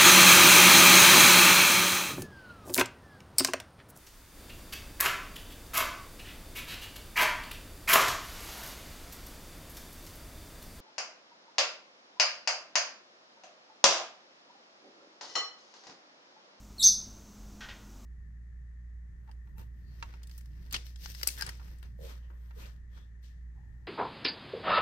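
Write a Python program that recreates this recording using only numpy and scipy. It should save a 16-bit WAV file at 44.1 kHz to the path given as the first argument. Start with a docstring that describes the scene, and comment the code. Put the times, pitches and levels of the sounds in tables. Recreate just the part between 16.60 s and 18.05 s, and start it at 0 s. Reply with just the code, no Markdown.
"""A low appliance hum and a quiet hiss fill a small hard room where two rabbits sit on a tiled floor.
At 0.18 s comes one thin, high squeak: a whistle that sags, leaps almost an octave, turns raspy,
holds and drops away. Reflections from floor and walls ring on after it.
At about 1 s two soft scuffs follow, their friction clicks ringing the rubbed surface,
and the hum and hiss carry on to the end."""
import sys
import numpy as np
from scipy import signal
from scipy.fft import rfft, irfft
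from scipy.io import wavfile
from scipy.ndimage import uniform_filter1d

SR = 44100
rng = np.random.default_rng(int(sys.argv[2]) if len(sys.argv) > 2 else 0)


def inscribe(sig):
    """Save sig as 16-bit PCM at rate SR to the path in sys.argv[1].

    A 1-D sig is mono; a 2-D sig holds one channel per row.
    Samples are clipped to [-1, 1] before scaling.
    """
    pcm = np.round(np.clip(np.atleast_2d(sig).T, -1, 1) * 32767)
    wavfile.write(sys.argv[1], SR, pcm.astype(np.int16))


N = 63945


def squeak():
    """Frequency modulation: a jittery whistle glides with its harmonics and turns raspy as it leaps."""
    # Each row: time in seconds, pitch in Hz, level of the fundamental in dB.
    contour = [(0.181, 4318, -39), (.190, 4215, -46), (0.1928, 4094, -36), (.204, 3696, -32.5),
               (0.221, 3564, -28.5), (.228, 4499, -22.5), (.233, 5506, -18), (.240, 6132, -18),
               (.254, 6317, -16), (0.269, 6223, -14.5), (.277, 5722, -20.5), (0.283, 4622, -23),
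               (0.286, 4830, -23.5)]
    # Each row: multiple of the pitch, level in dB against the fundamental at the highest pitch.
    overtones = [(2, -26.5), (3, -30), (4, -28)]
    # Each row: frequency in Hz, relative spectral density of the rasp in dB.
    rasp_spectrum = [(2900, -70), (3250, -42), (3500, 4), (4100, -1.5), (4650, 4), (5000, -7), (5800, 9.5),
                     (6500, 2), (6900, -14.5), (7600, -9), (9500, -18), (12000, -30), (12700, -2),
                     (13200, -38), (15500, -37)]
    jitter, shimmer_db, flutter_hz, edge_s = 0.019, 2, 306, 0.0018
    low_pitch_hz, brightening_db, overtone_top_hz = 3900, 18, 13060
    rasp_db, rasp_start_s, rasp_rise_s, rasp_fall_db_per_s = -22, 0.2232, 0.015, 198
    t = np.arange(N) / SR
    times, pitch, level = np.transpose(contour)
    hz = np.interp(t, times, pitch) * (1 + jitter * wander(flutter_hz))
    phase = 2 * np.pi * np.cumsum(hz) / SR
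    lowness = np.clip((pitch.max() - hz) / (pitch.max() - low_pitch_hz), 0, 1)
    harmonics = sum(amp(db) * np.sin(k * phase) / (1 + (k * hz / overtone_top_hz) ** 20)
                    for k, db in overtones)
    tone = np.sin(phase) + amp(brightening_db * lowness) * harmonics
    whistle = np.sqrt(2) * tone * amp(np.interp(t, times, level) + shimmer_db * wander(flutter_hz))
    age = np.maximum(t - rasp_start_s, 0)
    rise = np.minimum(age / rasp_rise_s, 1)
    fall = amp(rasp_db - rasp_fall_db_per_s * np.maximum(age - rasp_rise_s, 0))
    rasp = rise * fall * colour(rng.standard_normal(N), rasp_spectrum)
    gate = np.clip((t - times[0]) / edge_s, 0, 1) * np.clip((times[-1] - t) / edge_s, 0, 1)
    low_cut = signal.butter(10, 3250, "high", fs=SR, output="sos")  # keeps the squeak thin
    return signal.sosfilt(low_cut, gate * (whistle + rasp))


def scuffs():
    """Friction excites resonance: runs of tiny clicks catch sharply, fade and ring the rubbed surface."""
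    # Each row: start in seconds, length in seconds, level in dB before the catch and fade.
    strokes = [(1.007, .048, -46), (1.088, 0.039, -47.5)]
    # Each row: frequency in Hz, relative spectral density of the friction in dB.
    friction_spectrum = [(300, -14), (720, -1.5), (1250, -5), (1520, -1), (2100, -1), (3700, -1),
                         (4500, -6), (6200, -8.5), (8500, -29), (15000, -47)]
    # Each row: resonant frequency in Hz, bandwidth in Hz, gain in dB.
    surface_modes = [(797, 36, -6), (1040, 110, -10), (1458, 45, 8.5), (1640, 30, -19), (1857, 59, 3.5),
                     (3110, 82, -1.5)]
    clicks_per_s, spread_db = 5000, 2
    rise_s, fade_db, catch_db, catch_s = 0.0005, -7, 9, 0.0029
    t = np.arange(N) / SR
    clicks = rng.standard_normal(N) * (rng.random(N) < clicks_per_s / SR)
    clicks *= amp(spread_db * rng.standard_normal(N))
    envelope = np.zeros(N)
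    for start, length, db in strokes:
        age = np.maximum(t - start, 0)
        gate = np.minimum(age / rise_s, 1) * (age < length)
        catch = catch_db * np.exp(-age / catch_s)
        envelope += gate * amp(db + catch + fade_db * age / length)
    rub = envelope * colour(clicks, friction_spectrum)
    return rub + sum(amp(db) * signal.lfilter(*signal.iirpeak(hz, hz / width, SR), rub)
                     for hz, width, db in surface_modes)


def room(x, wet_db):
    """Reverberation: direct sound, early echoes off floor and walls, a dense tail and a faint long ring."""
    # Each row: frequency in Hz, time in seconds to decay by 60 dB.
    decay_times = [(200, 0.25), (1500, 0.51), (3500, 0.37), (6200, 0.34), (9000, 0.32), (13000, 0.24)]
    gap_s, early_span_s, early_db = 0.002, 0.016, -3.5
    linger_db, linger_t60_s = -39.5, 2
    t = np.arange(SR) / SR
    hz, age, spectra = signal.stft(rng.standard_normal(SR), SR, nperseg=256)
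    decay = amp(-60 * age / read(decay_times, hz)[:, None]) + amp(linger_db - 60 * age / linger_t60_s)
    tail = signal.istft(spectra * decay, SR, nperseg=256)[1][:SR] * (t > gap_s)
    delays = gap_s + early_span_s * rng.random(size=8)
    early = np.zeros(SR)
    early[(delays * SR).astype(int)] = rng.choice([-1, 1], len(delays))
    response = amp(wet_db) * (tail / np.linalg.norm(tail) + amp(early_db) * early / np.linalg.norm(early))
    response[0] += 1  # the direct path
    return signal.fftconvolve(x, response / np.linalg.norm(response))[:N]


def hum():
    """Slow modulation: two appliance tones waver, swell and fade; the lower one carries its octave."""
    # Each row: time in seconds, level of the low tone in dB, level of the high tone in dB.
    swells = [(0.0, -48.5, -67), (0.1, -53, -57.0), (0.17, -52, -63), (0.27, -53.5, -55.5),
              (0.35, -50.5, -60.5), (0.42, -58, -56), (0.5, -49, -61.5), (0.6, -55.5, -62),
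              (0.742, -57.5, -57.5), (0.83, -47.5, -57), (0.93, -48.5, -58), (1.0, -60, -53),
              (1.08, -52.0, -74.5), (1.17, -57, -66), (1.249, -53.0, -53.5), (1.36, -47.5, -65),
              (1.45, -51.5, -62.5)]
    low_hz, high_hz, octave_db = 50.2, 207.7, -14
    drift_hz, waver_rate_hz = 2.04, 8.3
    t = np.arange(N) / SR
    times, low_db, high_db = np.transpose(swells)
    low_phase, high_phase = (
        2 * np.pi * (np.cumsum(hz + drift_hz * wander(waver_rate_hz)) / SR + rng.random())
        for hz in (low_hz, high_hz))
    low = amp(np.interp(t, times, low_db)) * (np.sin(low_phase) + amp(octave_db) * np.sin(2 * low_phase))
    high = amp(np.interp(t, times, high_db)) * np.sin(high_phase)
    return np.sqrt(2) * (low + high)


def air():
    """Broadband noise: the room's rumble and hiss, slightly patchy in time and frequency."""
    # Each row: frequency in Hz, relative spectral density in dB.
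    ambient_spectrum = [(15, -1.5), (30, -1), (52, -1.5), (80, 0), (150, -9), (250, -6), (450, -18),
                        (900, -19.5), (1400, -22), (1750, -28.5), (3200, -29.5), (4800, -27.5),
                        (6100, -22.5), (8000, -29.5), (8800, -37), (15500, -34.5)]
    level_db, patch_db = -53, -0.17
    spectra = signal.stft(rng.standard_normal(N), nperseg=1024)[2]
    across_bands = uniform_filter1d(rng.standard_normal(spectra.shape), size=10, axis=0)
    patches = unit(uniform_filter1d(across_bands, size=5, axis=1))
    noise = signal.istft(spectra * amp(patch_db * patches), nperseg=1024)[1][:N]
    return amp(level_db) * colour(noise, ambient_spectrum)


def amp(db):
    """Converts decibels to an amplitude ratio."""
    return 10 ** (np.asarray(db) / 20)


def unit(x):
    """Normalises to rms 1."""
    return x / np.sqrt(np.mean(x ** 2) + 1e-20)


def read(points, hz):
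    """Interpolates a table on a log-frequency axis."""
    f, value = np.transpose(points)
    return np.interp(np.log(hz + 1), np.log(f + 1), value)


def colour(x, points):
    """Spectral shaping: filters a signal by a curve in dB, then scales it to rms 1."""
    gain = amp(read(points, np.fft.rfftfreq(len(x), 1 / SR)))
    return unit(irfft(rfft(x) * gain, len(x)))


def wander(rate_hz):
    """Low-pass noise: smooth random motion up to a rate, at rms 1."""
    hz = np.fft.rfftfreq(N, 1 / SR)
    return unit(irfft(rfft(rng.standard_normal(N)) * (hz > 0) / (1 + (hz / rate_hz) ** 4), N))


def scene():
    """Superposition: all sources add at one microphone, heard alike on both channels."""
    mono = room(squeak(), wet_db=3) + room(scuffs(), wet_db=1.5) + hum() + air()
    return np.array([mono, mono])


def record(dry):
    """Self-noise and bandwidth: each channel gains its own faint hiss and is low-pass filtered."""
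    # Each row: frequency in Hz, relative spectral density in dB.
    hiss_spectrum = [(20, 3), (130, 9), (300, -11), (1000, -7), (3000, 0), (7000, -6), (12000, -5),
                     (15500, 0.5)]
    hiss_db, cutoff_hz = -75.5, 15800
    hiss = amp(hiss_db) * np.array([colour(rng.standard_normal(N), hiss_spectrum) for _ in dry])
    low_pass = signal.firwin(511, cutoff_hz, window=("kaiser", 9), fs=SR)
    return signal.oaconvolve(dry + hiss, low_pass[None], "same")


dry = scene()
out = record(dry)
inscribe(out)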